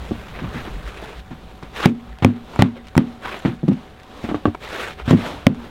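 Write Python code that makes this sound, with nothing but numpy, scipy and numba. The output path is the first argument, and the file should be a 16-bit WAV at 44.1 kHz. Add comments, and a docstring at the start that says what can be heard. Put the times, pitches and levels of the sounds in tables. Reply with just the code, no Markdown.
"""The open doorway of a camper van, heard from close by on the microphone of a hand-held camera.
Someone knocks a snowy boot against the step, steps up and knocks the other. Each blow rings the hollow
step or the cabin floor and crushes snow; stiff trousers swish with every swing of a leg. Behind them are
taps on the trim, a zip pull, soft booms of the van body, handling rumble and the air of the quiet cabin.
At this distance the hardest knocks overload the camera, and its limiter ducks everything for a moment."""
import sys
import numpy as np
from scipy import signal
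from scipy.fft import rfft, irfft
from scipy.io import wavfile
from numba import njit

SR = 44100
rng = np.random.default_rng(int(sys.argv[2]) if len(sys.argv) > 2 else 0)


def wrap_up_sound(samples):
    """Save the sound to the file named by the first command line argument, as 16-bit audio."""
    columns = np.atleast_2d(samples).T
    # keep every value between -1 and 1, then stretch to whole-number steps
    tamed = np.clip(columns, -1, 1)
    steps = np.round(tamed * 32767).astype(np.int16)
    wavfile.write(sys.argv[1], SR, steps)


N = 251370
TIME = np.arange(N) / SR
AGE = TIME[:SR // 2]  # time since a blow, s

# Kicks against the step, close to the microphone; the lowest mode is stronger towards mid span:
# strike_s, sole_lead_s, sole_force_db, crunch_db, strike_force_db, lowest_mode_db,
# clack_lead_s, clack_db, low_clack_hz, high_clack_hz, high_over_low_db
KICKS = [(1.8582, 0.0039, -29, -33, 7, 2.5, 0.00037, 9, 805, 2200, 2),
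         (2.2489, .0255, -6, -24, 5, 14, 0.0018, 1, 756, 2290, 0.5),
         (2.6226, .0318, 4, -18, 7.5, 9, 0.00053, 13, 807, 1940, -3),
         (2.9788, .0133, 5, -27, 2.5, -2.5, 0.00029, 0.5, 925, 1950, 4.5),
         (5.1099, 0.032, 0.5, -26, 0, -2, .0015, -11, 676, 2570, -4.5),
         (5.4685, 0.003, -6.5, -30, 7.5, 0.5, 0.00094, 2.5, 575, 2117, 4.5)]
def kick_contacts(sole_hz=139, edge_hz=750, slip_db=-14, slip_crunch_db=-5, edge_crunch_db=0.5):
    """The cushioned sole lands softly, slips and catches again halfway, and then the hard edge strikes."""
    contacts = []
    for strike_s, lead_s, sole_db, crunch_db, force_db, lowest_db, *_ in KICKS:
        bend_db = lowest_db + 0.5  # the flat sole bends the step more than the edge does
        touch = (strike_s - lead_s, sole_db, sole_hz, bend_db, crunch_db)
        catch = (strike_s - lead_s / 2, sole_db + slip_db, sole_hz, bend_db, crunch_db + slip_crunch_db)
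        strike = (strike_s, force_db, edge_hz, lowest_db, crunch_db + edge_crunch_db)
        contacts += [touch, catch, strike]
    return contacts


# The stiff boot sole: pitch_hz, level_db, t60_s
SOLE_MODES = [(191, -10, 0.099), (355, -13, 0.05), (1070, -9, 0.012), (3110, -11, 0.011),
              (5110, -19, 0.0086), (7900, -34, 0.019)]
def sole_clacks(low_db=-2):
    """The sole thuds and clacks just before the step gives; the clack's colour depends on where it lands."""
    out = np.zeros(N)
    for strike_s, *_, lead_s, clack_db, low_hz, high_hz, high_over_low_db in KICKS:
        clack_modes = [(low_hz, low_db, .014), (high_hz, low_db + high_over_low_db, .008)]
        add(out, strike_s - lead_s, -undb(clack_db) * ring(SOLE_MODES + clack_modes, wave=np.sin))
    return out


# The hollow step in the doorway: pitch_hz, level_db, t60_s
STEP_MODES = [(105.8, -20, 0.19), (135.7, -3, 0.032), (188, -11.5, 0.065), (206.7, -20, 0.04),
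              (235.7, -23.5, 0.42), (235.5, -21, 0.34), (252.7, -12, 0.23), (292, -44, 0.32),
              (332.4, -17, 0.13), (420, -33.5, 0.4), (530, -16.5, 0.061), (816, -10.5, 0.0057)]
# Footfalls on it: start_s, heel_force_db, contact_hz, lowest_mode_db, crunch_db
STEP_TREADS = [(0.415, -24.5, 200, -7, -61), (0.440, -23.5, 250, 25, -52), (0.546, -24, 400, -5, -59),
               (1.308, -28.5, 510, -8, -40), (1.626, -30.5, 486, 0, -38.5), (3.4502, -8.5, 760, 0, -24.5),
               (3.480, -14, 288, -10, -45), (3.6315, -15, 440, 3, -60), (3.6805, -6.5, 330, -10, -38.5),
               (3.712, -13, 230, -12, -39.5), (5.129, -1.5, 357, 13, -28.5)]
def door_step():
    """The hollow step rings under kicks and footfalls."""
    treads = footfalls(STEP_TREADS, lag_s=.006, weight_db=5.5, weight_hz=293, bend_db=-4.5, crush_db=-3)
    return blows(kick_contacts() + treads, STEP_MODES, panel_db=-9.5, panel_t60=0.19, crunch_t60=0.22,
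                 low_hz=84, top_hz=2950)


# The cabin floor, just inside the door: pitch_hz, level_db, t60_s
FLOOR_MODES = [(94, -6, 0.1), (153, -39, .06), (231, -12.5, 0.18), (296.3, -11, 0.1), (339, -12, 0.032),
               (389, -13.5, 0.041), (510, -28, 0.037), (566, -15.5, 0.071), (710, -17.5, 0.081),
               (1125, -7.5, 0.03), (1545, -14.5, 0.03)]
# Footfalls on floor and sill: start_s, heel_force_db, contact_hz, lowest_mode_db, crunch_db
FLOOR_TREADS = [(0.110, -9, 333, -2, -51), (0.675, -25.5, 700, -15, -34.5), (1.025, -28.5, 700, -17, -36.5),
                (4.241, -12.5, 350, -1, -30.5), (4.289, -13, 503, -14, -27), (4.314, -10.5, 695, -16, -47),
                (4.3445, -9, 1160, -7.5, -31), (4.4551, 0, 1690, -8.5, -29), (4.4755, -7.5, 350, 3, -52)]
def cabin_floor():
    """The floor answers each footfall with a shorter ring than the step."""
    treads = footfalls(FLOOR_TREADS, lag_s=.0059, weight_db=-1.5, weight_hz=490, bend_db=-12, crush_db=-6)
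    return blows(treads, FLOOR_MODES, panel_db=-2.5, panel_t60=0.022, crunch_t60=0.16,
                 low_hz=45, top_hz=1930)


def footfalls(treads, lag_s, weight_db, weight_hz, bend_db, crush_db):
    """Two contacts a tread: the heel touches, then the weight follows dully and crushes the snow again, more
    softly."""
    contacts = []
    for start_s, force_db, contact_hz, lowest_db, crunch_db in treads:
        heel = (start_s, force_db, contact_hz, lowest_db, crunch_db)
        weight = (start_s + lag_s, force_db + weight_db, weight_hz, lowest_db + bend_db, crunch_db + crush_db)
        contacts += [heel, weight]
    return contacts


# Dull spectrum of the panels round the doorway, also of flapping cloth: frequency_hz, density_db
DULL_SPECTRUM = [(70, -25), (110, 4.5), (250, 13), (400, -8.5), (700, -20), (1500, -38.5), (4000, -66)]
# Spectrum of snow crushed underfoot, also of snapping creases: frequency_hz, density_db
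CRUNCH_SPECTRUM = [(300, 6), (1000, 4), (2200, -3.5), (3700, -9), (5000, -22.5), (8000, -29), (16000, -44)]
def blows(contacts, modes, panel_db, panel_t60, crunch_t60, low_hz, top_hz):
    """A boot pushes on a body: its modes and the panels round it ring while snow crumbles underfoot."""
    out = np.zeros(N)
    lowest, upper = ring(modes[:1]), ring(modes[1:])
    # the body is too small to radiate deep bass and too damped to carry treble
    bass_cut = signal.butter(2, low_hz, "highpass", fs=SR, output="sos")
    treble_cut = signal.butter(4, top_hz, fs=SR, output="sos")
    for start_s, force_db, contact_hz, lowest_db, crunch_db in contacts:
        panels = colour(rng.standard_normal(len(AGE)), DULL_SPECTRUM) * fade(panel_t60)
        body = undb(lowest_db) * lowest + upper + undb(panel_db) * panels
        # a softer contact pushes for longer and wakes only the low modes
        softness = signal.butter(2, contact_hz, fs=SR, output="sos")
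        thud = signal.sosfilt(np.vstack([softness, bass_cut, treble_cut]), body)
        add(out, start_s, -undb(force_db) * thud)
        crunch = colour(grains(len(AGE), per_s=5200, spread_db=-1.0), CRUNCH_SPECTRUM)
        add(out, start_s, undb(crunch_db) * crunch * fade(crunch_t60))
    return out


# Snow coming off the boots: start_s, relative_level_db, t60_s
CRUMBS = [(1.6288, -29, 0.035), (2.1857, -35, 0.04), (2.3411, -48, 0.032), (2.3616, -33, 0.025),
          (2.8702, -29.5, 0.03), (2.8828, -31, 0.035), (3.68, -26.5, 0.05), (3.7311, -31.5, 0.035),
          (3.999, -36, 0.035), (4.0317, -31, 0.035), (5.5456, -23, 0.033), (5.6481, -33, 0.03)]
# Its icy spectrum: frequency_hz, density_db
CRUMB_SPECTRUM = [(300, 2), (1500, 10), (3500, 6), (7000, -7), (10000, -12.5), (16000, -28)]
def snow_crumbs(gain_db=-8):
    """Crumbs of snow break off and scatter in short bright bursts of grains."""
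    out = np.zeros(N)
    for start_s, level_db, t60 in CRUMBS:
        grit = colour(grains(len(AGE), per_s=5200, spread_db=4.0), CRUMB_SPECTRUM)
        add(out, start_s, undb(level_db + gain_db) * grit * fade(t60))
    return out


# One trouser leg brushing the other, near the microphone; tight fabric hisses more:
# start_s, length_s, level_db, growth_db, extra_hiss_db
STROKES = [(0.0, 1.2, -43.5, -2.5, 4), (0.334, 0.24, -38.5, -11, -5.5), (0.537, 0.13, -37, -9.5, 1),
           (0.867, 0.038, -39, -9, 6), (0.928, 0.19, -39.5, -4.5, 1), (1.028, 0.071, -49, -7, 11),
           (1.752, 0.084, -30, 1.5, 3.5), (1.831, .04, -20.5, -1.5, 1.5), (2.044, 0.34, -49, 4, -3),
           (2.749, 0.027, -36.5, 4.5, -6), (3.233, .14, -31.5, -2.5, -0.5), (3.365, .19, -43, -9, 3.5),
           (4.235, 0.049, -42.5, -14, 7), (4.62, 0.146, -34.5, 1, 5), (4.781, 0.14, -31, -8.5, 5),
           (5.002, 0.013, -30.5, -5.5, -3.5), (5.069, 0.045, -28, 6, 5), (5.167, 0.052, -32, -5, 3.5),
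           (5.238, 0.025, -27.5, 3.5, -3.5), (5.312, 0.36, -43, 1, -5.5)]
def leg_strokes(idle_db, idle_hiss_db=1, attack_s=0.054, release_s=0.017):
    """Level and extra hiss of the cloth in dB: a stroke sets in, follows the leg's speed and lets go."""
    power = np.full(N, undb(idle_db) ** 2)  # the cloth is never quite still
    weighted_hiss = power * idle_hiss_db
    for start_s, length_s, level_db, growth_db, hiss_db in STROKES:
        onset = np.interp(TIME, [start_s - attack_s / 2, start_s + attack_s / 2], [0, 1])
        release = np.exp(-np.maximum(TIME - start_s - length_s, 0) / release_s)
        progress = np.clip((TIME - start_s) / length_s, 0, 1)
        stroke_power = (onset * release * undb(level_db + growth_db * (progress - .5))) ** 2
        power += stroke_power
        weighted_hiss += stroke_power * hiss_db
    return 10 * np.log10(power), weighted_hiss / power


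# Stiff fabric rubbing at close range: frequency_hz, density_db
CLOTH_SPECTRUM = [(80, -7.5), (160, -10), (400, 4.5), (800, -1), (1300, -1.5), (2000, -5), (2800, -8),
                  (3700, -10), (4800, -20), (8000, -27), (11000, -32.5), (16000, -34.5)]
def trousers(idle_db=-49.5, flutter_db=1.5, flap_db=-27, crease_db=-16, rasp_hz=1780, rasp_octaves=1.17):
    """Stiff fabric rubs in dense little slips; its folds shift the colour, flap dully and at times snap."""
    stroke_db, hiss_db = leg_strokes(idle_db)
    rub_db = stroke_db + flutter_db * drift(130)
    rasp_db = 0.1733 * (stroke_db - idle_db)  # the harder the stroke, the more it gathers in a rasp
    slips = colour(grains(N, per_s=9000, spread_db=-1.5), CLOTH_SPECTRUM)
    spectrum = rfft(slips)
    hz = np.maximum(np.fft.rfftfreq(N, 1 / SR), 1)
    swish = np.zeros(N)
    for centre_hz in 125 * 2 ** np.arange(0, 7.5, 1 / 3):  # third-octave bands
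        triangle = np.maximum(1 - 3 * np.abs(np.log2(hz / centre_hz)), 0)
        band = irfft(spectrum * triangle, N)
        fold_db = (2.6 if centre_hz < 3000 else 1.6) * drift(40)
        rasp_shape = np.exp(-(np.log2(centre_hz / rasp_hz) / rasp_octaves) ** 2) - .5
        hiss_shape = min(centre_hz / 6000, 1)
        swish += band * undb(fold_db + rasp_db * rasp_shape + hiss_db * hiss_shape)
    creases = colour(grains(N, per_s=45, spread_db=2.5), CRUNCH_SPECTRUM)
    # the dull flapping grows more slowly with speed than the swish does
    flap = undb(flap_db + 0.79 * rub_db) * colour(rng.standard_normal(N), DULL_SPECTRUM)
    return undb(rub_db) * (swish + undb(crease_db) * creases) + flap


# A boot touching the trim: start_s, level_db
TRIM_TAPS = [(1.627, -29.5), (2.537, -35), (2.5612, -20), (2.9534, -18.5), (4.548, -24), (4.551, -22),
             (5.0, -30.5), (5.515, -37), (5.547, -30)]
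# The trim panel: pitch_hz, level_db, t60_s
TRIM_MODES = [(412, -13, 0.036), (926, 2, 0.011), (1230, 4, 0.0055), (2240, -14.5, 0.034)]
def trim_taps():
    """The trim panel ticks under light taps of a boot."""
    return ticks(TRIM_TAPS, TRIM_MODES, vary_db=.7)


# Tinkles of a zip pull: start_s, level_db
ZIP_TINKLES = [(2.558, -42.5), (2.955, -46), (2.966, -34), (3.095, -58), (3.21, -55), (3.392, -40),
               (5.108, -26)]
# The pull itself: pitch_hz, level_db, t60_s
ZIP_MODES = [(5700, -27, 0.021), (7320, -0.5, 0.017), (9700, -5, 0.015), (10200, -15.5, 0.011),
             (11900, -20, 0.021)]
def zip_pull():
    """The small hard pull rings high and briefly."""
    return ticks(ZIP_TINKLES, ZIP_MODES, vary_db=2)


# Soft booms of the van as the weight shifts: middle_s, level_db, pitch_hz
BOOMS = [(0.01, -26, 60.3), (0.758, -26, 44.5), (0.87, -26, 51), (1.188, -29, 56.3), (2.119, -31, 54.3),
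         (5.05, -30, 62)]
def van_booms(length_s=0.1287):
    """The van body swells for a few slow cycles under a shifting load."""
    out, t = np.zeros(N), TIME[:int(length_s * SR)]
    swell = np.sin(np.pi * t / length_s) ** 2
    for middle_s, level_db, pitch_hz in BOOMS:
        add(out, middle_s - length_s / 2, undb(level_db) * swell * np.sin(2 * np.pi * pitch_hz * t))
    return out


# Handling noise, right at the microphone: time_s, relative_level_db
RUMBLE_LEVELS = [(0.0, -38.5), (0.76, -38), (0.98, -43.5), (2.52, -45), (3.76, -48.5), (5.7, -41.5)]
# Its spectrum: frequency_hz, density_db
RUMBLE_SPECTRUM = [(15, -3), (32, -11.5), (52, 5), (75, -2), (110, -6.5), (200, -7), (600, -49)]
def handling(gain_db=3):
    """The camera rumbles low in the hand."""
    level_db = gain_db + np.interp(TIME, *np.transpose(RUMBLE_LEVELS))
    return undb(level_db) * colour(rng.standard_normal(N), RUMBLE_SPECTRUM, size=8192)


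# Room tone of the cabin, in the background: frequency_hz, density_db
CABIN_SPECTRUM = [(25, -25), (55, -8), (110, -20), (250, -7.5), (500, -11), (1000, -13.5), (2000, -25),
                  (3600, -22.5), (5000, -33), (10000, -44), (16000, -50)]
def cabin_air(air_db=-48, swell_db=-6.5, whine_hz=752, whine_db=-54.5):
    """Quiet air swells and sinks behind a faint whine, as of a small fan."""
    air = unit(colour(rng.standard_normal(N), CABIN_SPECTRUM, size=8192))
    air *= undb(air_db + swell_db * drift(5.5))
    pitch_hz = whine_hz + 0.42 * drift(32)
    whine = np.sin(2 * np.pi * np.cumsum(pitch_hz) / SR)
    return air + undb(whine_db) * unit(whine)


def undb(db):
    """Decibels to gain."""
    return 10 ** (np.asarray(db) / 20)


def unit(x):
    """Scale to rms 1."""
    return x / np.sqrt(np.mean(x ** 2))


def add(out, start_s, x):
    """Mix x into out from start_s on."""
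    i = int(round(start_s * SR))
    x, i = x[max(-i, 0):], max(i, 0)
    out[i:i + len(x)] += x[:len(out) - i]


def colour(x, points, size=2048):
    """Filter x by a causal response of unit energy, shaped by (frequency_hz, density_db) points."""
    hz, db = np.transpose(points)
    bins_hz = np.maximum(np.fft.rfftfreq(size, 1 / SR), 1)
    gain = undb(np.interp(np.log(bins_hz), np.log(hz), db))
    cepstrum = irfft(np.log(gain))
    cepstrum[1:size // 2] *= 2  # fold onto positive time for minimum phase
    cepstrum[size // 2 + 1:] = 0
    response = irfft(np.exp(rfft(cepstrum)))
    return signal.fftconvolve(x, response / np.linalg.norm(response))[:len(x)]


def fade(t60):
    """Exponential decay after a blow, by 60 dB in t60 seconds."""
    return np.exp(-np.log(1000) * AGE / t60)


def ring(modes, wave=np.cos):
    """Free vibration of a struck body."""
    return sum(undb(db) * fade(t60) * wave(2 * np.pi * hz * AGE) for hz, db, t60 in modes)


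def ticks(hits, modes, vary_db):
    """Light hits on a hard object; each one wakes its modes in a different mix."""
    out = np.zeros(N)
    for start_s, level_db in hits:
        mix = [(hz, db + vary_db * rng.standard_normal(), t60) for hz, db, t60 in modes]
        add(out, start_s, undb(level_db) * ring(mix, wave=np.sin))
    return out


def drift(rate_hz):
    """Smooth random drift with a spread near 1."""
    knots = rng.standard_normal(N // 100)
    return np.interp(TIME * rate_hz, np.arange(len(knots)), knots)


def grains(size, per_s, spread_db):
    """Random tiny slips or fractures of uneven strength."""
    hit = rng.random(size) < per_s / SR
    strength = undb(spread_db * np.minimum(rng.exponential(size=size), 4))
    return unit(hit * strength * rng.standard_normal(size))


@njit
def follow(x, attack, release):
    """Envelope that rises fast and sinks slowly."""
    out, level = np.empty(len(x)), 0.
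    for i in range(len(x)):
        level += (x[i] - level) * (attack if x[i] > level else release)
        out[i] = level
    return out


def scene():
    """Boots, clothes and cabin at one close microphone."""
    boots = door_step() + cabin_floor() + sole_clacks()
    movement = trim_taps() + zip_pull() + snow_crumbs() + van_booms() + trousers()
    return (boots + movement + handling() + cabin_air())[None]


def record(dry, limit_db=-5, attack_s=0.0046, release_s=0.18, top_hz=15900):
    """The camera's limiter is too slow for the close knocks, which overload it, and ducks what follows."""
    envelope = follow(np.abs(dry[0]), 1 / (attack_s * SR), 1 / (release_s * SR))
    ducked = dry / np.maximum(envelope / undb(limit_db), 1)
    clipped = ducked / (1 + ducked ** 6) ** (1 / 6)
    treble_cut = signal.ellip(8, .2, 70, top_hz, fs=SR, output="sos")
    return signal.sosfilt(treble_cut, clipped)


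dry = scene()
out = record(dry)
wrap_up_sound(out)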